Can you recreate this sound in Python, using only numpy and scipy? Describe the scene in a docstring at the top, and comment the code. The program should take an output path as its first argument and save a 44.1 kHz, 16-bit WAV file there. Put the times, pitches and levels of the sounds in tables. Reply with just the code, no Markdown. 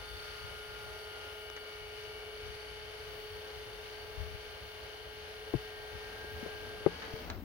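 """The geared motor of a level-crossing barrier hums and whines in its sheet-steel case as the boom comes down.
One shaft drives the gear tones, the rattle of the case and the squeal of a dry bearing.
The boom lands; the motor runs free for a moment, is switched off with a click and spins down.
A few dull knocks sound close by on the left, where there is also a thin high hiss.
Around it are open fields, and light wind brushes the microphone."""
import sys
import numpy as np
from scipy import signal
from scipy.fft import rfft, irfft, next_fast_len
from scipy.io import wavfile
from scipy.ndimage import map_coordinates

SR = 44100
rng = np.random.default_rng(int(sys.argv[2]) if len(sys.argv) > 2 else 0)


def materialize(psi):
    """Save the field psi as 16-bit PCM at rate SR to the path in sys.argv[1].

    A 1-D psi becomes a single channel; in a 2-D psi each row is a channel.
    """
    bounded = np.clip(np.atleast_2d(psi).T, -1, 1)
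    quanta = np.round(bounded * 32767).astype(np.int16)
    wavfile.write(sys.argv[1], SR, quanta)


N = 328083
T = np.arange(N) / SR
SETTLE_S, LAND_S, OFF_S = 5.9, 6.87, 7.2  # boom settles, boom lands, current is cut
SETTLE_RISE_S, FREE_RISE_S, BRAKE_S = 0.29, 0.09, 0.34


def amp(db):
    """Decibels to gain."""
    return 10 ** (np.asarray(db) / 20)


def unit(x):
    """x scaled to rms 1."""
    return x / np.sqrt(np.mean(x ** 2) + 1e-20)


def along(points, hz, column=1):
    """One column of a frequency table, read on a log axis."""
    cols = np.transpose(points)
    return np.interp(np.log(hz + 1), np.log(cols[0] + 1), cols[column])


def curve(rows):
    """(seconds, value) rows interpolated to every sample."""
    return np.interp(T, *np.transpose(rows))


def ramp(start_s, length_s):
    """Rises from 0 to 1 and holds."""
    return np.clip((T - start_s) / length_s, 0, 1)


def swells(rows):
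    """Summed bell curves in dB. Each row: centre in seconds, half-length in seconds, peak in dB."""
    return sum(db * np.exp(-((T - s) / half_s) ** 2) for s, half_s, db in rows)


def wobble(knots_per_s):
    """A smooth random curve."""
    coarse_s = T[::64]
    knots = rng.standard_normal(int(T[-1] * knots_per_s) + 4)
    return np.interp(T, coarse_s, map_coordinates(knots, [coarse_s * knots_per_s]))


def pan(db):
    """Constant-power stereo gains; db is left minus right."""
    pair = amp(np.array([[.5], [-.5]]) * db)
    return pair / np.sqrt(np.mean(pair ** 2, axis=0))


def filtered(x, response):
    """x shaped by a frequency response."""
    size = next_fast_len(N + 8192)
    return irfft(rfft(x, size) * response(np.fft.rfftfreq(size, 1 / SR)), size)[..., :N]


def noise(spectrum):
    """Coloured stereo noise, rms 1."""
    return unit(filtered(rng.standard_normal((2, N)), lambda hz: amp(along(spectrum, hz))))


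def alike(pair, correlation):
    """Mixes two unrelated signals into correlated channels."""
    angle = np.arccos(np.clip(correlation, -1, 1)) / 2
    return np.cos(angle) * pair[0] + np.array([[1], [-1]]) * np.sin(angle) * pair[1]


def pace():
    """Shaft speed over loaded speed: up as the boom lands, then braked ever harder after the cut."""
    braking = np.maximum(1 - ramp(OFF_S, BRAKE_S) ** 1.3, .05)
    return (1 + .035 * ramp(LAND_S, FREE_RISE_S)) * braking


# Wind on the microphone. Each row: frequency in Hz, relative density in dB.
WIND_SPECTRUM = [(20, -18), (35, -2.5), (55, 4), (90, 2.5), (130, -7.5), (190, -16), (300, -35), (600, -62)]
# Puffs and lulls. Each row: centre in seconds, half-length in seconds, gain in dB.
WIND_PUFFS = [(.1, 0.16, 3), (.44, 0.032, 9), (.88, .06, 3.5), (1.55, .45, -3.5), (2.48, .035, 11),
              (3.36, 0.045, 5), (4.23, 0.073, 15), (4.34, 0.037, 11), (5.95, 0.022, 11), (6.6, 0.42, 4),
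              (7.42, 0.2, 11)]


def wind(breeze_db=-56):
    """A low rumble; stronger puffs buffet each side of the microphone separately, mainly the left."""
    puff_db = swells(WIND_PUFFS)
    correlation = np.clip(.6 - .05 * puff_db, .1, .75)
    level_db = breeze_db + puff_db + 1.8 * wobble(14)
    return amp(level_db) * alike(noise(WIND_SPECTRUM), correlation) * pan(0.69 + 0.95 * puff_db)


# Hiss and sizzle colours. Each row: frequency in Hz, relative density in dB.
HISS_SPECTRUM = [(5000, -42), (7800, -14.5), (9000, -2.5), (9750, 2.5), (10300, -1.5), (11500, -2.5),
                 (13200, -10), (16000, -15)]
SIZZLE_SPECTRUM = [(12000, -40), (13400, -12), (14400, 2), (15600, 0)]
# Hiss before braking. Each row: time in seconds, level in dB.
HISS_ENVELOPE = [(0, -61.5), (.9, -62), (1.7, -64.2), (3.7, -63.9), (5.2, -66), (6.6, -64), (7.1, -66)]
# Sizzle swells and dips. Each row: centre in seconds, half-length in seconds, gain in dB.
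SIZZLE_BUMPS = [(2.7, .35, -4), (3.27, .18, 6), (6.35, .08, 4), (7.27, .16, 5.5)]


def hiss(sizzle_base_db=-62.5, flutter_hz=88.7):
    """A thin hiss that dies with the motor and a higher, fluttering sizzle, both mostly on the left."""
    hiss_db = curve(HISS_ENVELOPE) + 0.51 * wobble(7)
    sizzle_db = sizzle_base_db + swells(SIZZLE_BUMPS) + 1.3 * wobble(7)
    phase = 2 * np.pi * np.cumsum(flutter_hz + 1.5 * wobble(4)) / SR
    flutter = unit(1 + 0.65 * np.cos(phase) + 0.48 * np.cos(2 * phase))
    thin_hiss = amp(hiss_db) * np.minimum(pace(), 1) ** 4 * noise(HISS_SPECTRUM)
    sizzle = amp(sizzle_db) * flutter * noise(SIZZLE_SPECTRUM)
    return thin_hiss * pan(13) + sizzle * pan(14)


# Click colour. Each row: frequency in Hz, relative density in dB.
CLICK_SPECTRUM = [(300, -9), (1000, -4), (1750, 2), (3000, -6), (4000, 0), (5000, -7), (6300, -4),
                  (8000, -14), (15000, -24)]
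# Contacts. Each row: start in seconds, level in dB, t60 in seconds, low-pass corner in Hz, pan in dB.
CLICK_HITS = [(1.5003, -37.5, .009, 6000, 0), (1.565, -39, .028, 4500, 2), (1.574, -43, .04, 2200, 2),
              (7.02, -43.5, .35, 2200, 3), (7.3005, -34.5, .022, 7000, 2), (7.303, -41, .13, 1200, 4)]


def clicks():
    """Noise bursts from the linkage and end switch; harder contacts are brighter."""
    burst = noise(CLICK_SPECTRUM)
    out = np.zeros((2, N))
    for start_s, db, t60_s, corner_hz, pan_db in CLICK_HITS:
        envelope = amp(db - 60 * abs(T - start_s) / t60_s) * (T >= start_s)
        lowpass = signal.butter(2, corner_hz, fs=SR, output="sos")
        out += envelope * pan(pan_db) * unit(signal.sosfilt(lowpass, burst))
    return out


# Knocks. Each row: start in seconds, relative level in dB, ring in Hz, t60 in seconds, pan in dB.
KNOCK_HITS = [(5.5386, -23, 342, 0.051, 22), (5.551, -28, 126, 0.076, 14), (6.242, -42, 420, .05, 10),
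              (6.428, -38, 235, 0.058, 13), (6.4615, -31, 430, 0.029, 18), (6.863, -13, 399, 0.041, 21),
              (6.872, -28, 425, 0.053, 10), (7.138, -36.5, 106, 0.048, 12)]
# Modes of a knock. Each row: multiple of the ring frequency, gain in dB, multiple of the t60.
DAMPED_MODES = [(.42, -15.5, 1.9), (1, 1, 0.85), (1.25, -6, 0.57), (1.9, -9.5, 0.54), (2.85, -13, .3),
                (5.1, -15.5, 0.19)]


def knocks(gain_db=6, attack_s=0.0012):
    """Soft contacts ring a few heavily damped modes."""
    out = np.zeros((2, N + SR))
    t = np.arange(SR // 4) / SR
    attack = 1 - np.exp(-t / attack_s)
    for start_s, db, ring_hz, t60_s, pan_db in KNOCK_HITS:
        ring = sum(amp(mode_db - 60 * t / (t60_s * t60_ratio)) * np.sin(2 * np.pi * ring_hz * ratio * t)
                   for ratio, mode_db, t60_ratio in DAMPED_MODES)
        start = round(start_s * SR)
        out[:, start:start + len(t)] += amp(db + gain_db) * pan(pan_db) * ring * attack
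    return out[:, :N]


# Frame rumble. Each row: frequency in Hz, relative density in dB.
FRAME_SPECTRUM = [(90, -32), (170, 0), (250, 1), (320, 1), (400, -5.5), (700, -41.5)]


def shudder(base_db=-75):
    """The frame rumbles unevenly, more as the boom settles, as it lands and as the motor brakes."""
    rise_db = 13 * ramp(SETTLE_S, SETTLE_RISE_S) + 5 * ramp(LAND_S, FREE_RISE_S) + 6 * ramp(OFF_S, .1)
    return amp(base_db + rise_db + 2.2 * wobble(14)) * alike(noise(FRAME_SPECTRUM), 0.96) * pan(4)


def shaking(turns, repeat_db, pulse_depth):
    """Force of teeth and bearings: part repeats every turn, the rest is rubbing pulsed by the shaft."""
    one_turn = signal.resample(rng.standard_normal((2, 512)), 4096, axis=1)
    position = (turns % 1 * one_turn.shape[1]).astype(int)
    repeating = unit(one_turn[:, position])
    pulsing = 1 + pulse_depth * sum(np.cos(2 * np.pi * (k * turns + rng.random())) for k in range(1, 6))
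    return amp(repeat_db) * repeating + pulsing * rng.standard_normal((2, N))


# Spells of squeal. Each row: centre in seconds, half-length in seconds, gain in dB.
SQUEAL_SPELLS = [(.24, 0.25, 13), (2.4, 1.8, 6.5), (3.96, .08, 8), (5.82, 0.075, 6), (7, 0.14, 6)]


def squeal(turns, base_db=-69, centre_hz=4525, width_hz=170):
    """Rubbing in a dry bearing feeds one high resonance, pulsing once a turn."""
    rubbing = shaking(turns, repeat_db=-7, pulse_depth=.08)
    ring = filtered(rubbing, lambda hz: 1 / (1 + (2 * (hz - centre_hz) / width_hz) ** 2))
    pulsing = 1 + 0.33 * np.sin(2 * np.pi * turns)
    level_db = base_db + swells(SQUEAL_SPELLS) + 1.5 * wobble(16)
    return amp(level_db) * unit(pulsing * ring) * pan(-8.5)


# Radiation of the case. Each row: frequency in Hz, relative gain in dB, pan in dB.
CASE_RESPONSE = [(233, -16.5, -6), (316, -8.5, 0), (412, -1.5, 2.5), (670, -1.5, 1.5), (975, -8.5, 4),
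                 (1600, -7.5, -1.5), (1860, -10.5, 6), (2250, -9, 3.5), (2330, -11.5, 10), (2920, -11, 11),
                 (3670, -15.5, 3), (4360, -14.5, -8), (6070, -20.5, 6.5), (7240, -32, 9)]


def steel_case(hz):
    """Stereo response of the sheet-steel case, rolled off at both ends."""
    lowpass = 1 / np.sqrt(1 + (hz / 7600) ** 16)
    highpass = hz / np.hypot(hz, 120)
    return amp(along(CASE_RESPONSE, hz)) * pan(along(CASE_RESPONSE, hz, column=2)) * lowpass * highpass


def rattle(turns, churn_base_db=-55.5, buzz_base_db=-52.5, crossover_hz=1250, left_lead_s=0.00013):
    """The shaken case radiates a low churn and a bright, more regular buzz."""
    low_share = lambda hz: 1 / (1 + (hz / crossover_hz) ** 6)
    lead = lambda hz: np.exp(2j * np.pi * hz * left_lead_s * np.array([[.5], [-.5]]))
    rubbing = alike(shaking(turns, repeat_db=-10.5, pulse_depth=0.094), 0.5)
    buzzing = shaking(turns, repeat_db=-7, pulse_depth=.12)
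    churn = unit(filtered(rubbing, lambda hz: steel_case(hz) * lead(hz) * np.sqrt(low_share(hz))))
    buzz = unit(filtered(buzzing, lambda hz: steel_case(hz) * np.sqrt(1 - low_share(hz))))
    settled, freed = ramp(SETTLE_S, SETTLE_RISE_S), ramp(LAND_S, FREE_RISE_S)
    churn_db = churn_base_db + 3.5 * settled + swells([(7.31, 0.04, 4.7)]) + 1.26 * wobble(12)
    buzz_db = buzz_base_db + settled + 0.7 * freed + swells([(.1, .5, 2)]) + 0.84 * wobble(9)
    return amp(churn_db) * churn + amp(buzz_db) * np.sqrt(np.minimum(pace(), 1)) * buzz


def tone(turns, order, waver_db, lag_rad_per_order=.03):
    """One wavering shaft order; the drive stands to the right, so the left channel lags."""
    lag_rad = min(order * lag_rad_per_order, np.pi / 2)
    phase = rng.uniform(0, 2 * np.pi) + np.array([[-.5], [.5]]) * lag_rad
    angle = 2 * np.pi * (order * turns % 1) + phase
    return np.sqrt(2) * np.sin(angle) * amp(waver_db * wobble(5))


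# Tones that swell once, each at its own boom angle. Each row, keyed by shaft order: base level in dB,
# pan in dB, swell centre in seconds, half-length in seconds, swell in dB.
SWELLING_ORDERS = {21: (-75, -2, 6, 1, 12.5), 35: (-79.5, 5, 0.3, 2.3, 17.5), 40: (-70, -1, .7, 1.5, 15),
                   45: (-61.5, 1, 6.5, 1.1, 9.8), 52: (-69.5, 5, 6, 0.5, 10.5), 64: (-64, 6, 2, 0.8, 6.5),
                   83: (-61, 12, 1.6, 1.25, 6), 88: (-68.5, 9, 5, 0.3, 6), 100: (-64.5, 2, .2, .28, 7),
                   117: (-79, -6, 5.8, 3.5, 12.5)}
# Steady gear and slot tones. Each row: shaft order, level in dB, pan in dB.
STEADY_ORDERS = [(13, -76, 2), (18, -66, 2), (24, -68.5, 5), (33, -76, 2), (44, -73, -1), (54, -73, 8),
                 (58, -74, 3), (61, -70, 0), (62, -74, 2), (63, -75, 5), (69, -70, 17), (76, -71, 14),
                 (78, -70, 13), (79, -69, 10), (81, -71, 9), (82, -69, 15), (85, -71, 12), (86, -68, 11),
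                 (90, -71, 7), (91, -69, 7), (102, -76, 0), (124, -71, -6), (126, -71, -7), (127, -70, -6),
                 (128, -67, -9)]


def whine(turns, unloaded_db=-4.5):
    """Higher gear and slot orders; the swelling ones chatter, flutter once a turn and drop off load."""
    swelling = np.zeros((2, N))
    for order, (db, pan_db, *swell) in SWELLING_ORDERS.items():
        chatter = unit(1 + .22 * wobble(60))
        swelling += amp(db + swells([swell])) * pan(pan_db) * chatter * tone(turns, order, waver_db=1.1)
    steady = sum(amp(db) * pan(pan_db) * tone(turns, order, waver_db=2.8)
                 for order, db, pan_db in STEADY_ORDERS)
    flutter = 1 + .18 * np.sin(2 * np.pi * turns)
    load = amp(unloaded_db * ramp(LAND_S, FREE_RISE_S))
    return load * flutter * swelling + steady


# Main gear hum. Each row: time in seconds, base level in dB.
MESH_ENVELOPE = [(0, -54.5), (1.05, -51.2), (2.4, -49), (4.1, -50), (5.05, -52.5), (6.2, -47.5),
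                 (6.8, -49.5)]
# Teeth go slack after landing, then bite. Each row: centre in seconds, half-length in seconds, gain in dB.
MESH_BACKLASH = [(6.97, 0.064, -8), (7.16, 0.025, 3.5)]


def mesh(turns, teeth=12, release_db_per_s=210):
    """The main gear hums; uneven teeth throb once a turn and a slightly faster mesh beats against it."""
    release_db = release_db_per_s * np.maximum(T - OFF_S, 0)
    level_db = curve(MESH_ENVELOPE) + swells(MESH_BACKLASH) - release_db
    throb = 1 + 0.11 * np.sin(2 * np.pi * turns) + 0.051 * wobble(45)
    hum = throb * tone(turns, teeth, waver_db=0.82, lag_rad_per_order=0.031)
    beat = amp(-14) * tone(1.039 * turns, teeth, waver_db=3.5, lag_rad_per_order=0.018)
    return amp(level_db) * (hum + beat) * pan(1.2)


# Motor shaft. Each row: time in seconds, speed under load in turns per second.
LOADED_SPEED = [(0.0, 35.4), (0.4, 35.3), (0.63, 35.5), (0.97, 35.3), (1.09, 35.4), (1.85, 35.3),
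                (2.8, 35.4), (4.58, 35.4), (5.65, 35.5), (5.78, 35.4), (6.35, 35.6), (6.85, 35.4)]


def motor():
    """One slightly unsteady shaft drives tones and rattle; whine and squeal die quickly as it slows."""
    shaft_hz = curve(LOADED_SPEED) * pace() + .03 * wobble(14)
    turns = np.cumsum(shaft_hz) / SR
    drive = np.minimum(pace(), 1) ** 8
    return mesh(turns) + drive * whine(turns) + pace() * rattle(turns) + drive * squeal(turns)


def scene():
    """Open air, no echo."""
    return motor() + shudder() + knocks() + clicks() + wind() + hiss()


def record(dry, band_limit_hz=15830):
    """Brick-wall low-pass."""
    return filtered(dry, lambda hz: hz < band_limit_hz)


dry = scene()
out = record(dry)
materialize(out)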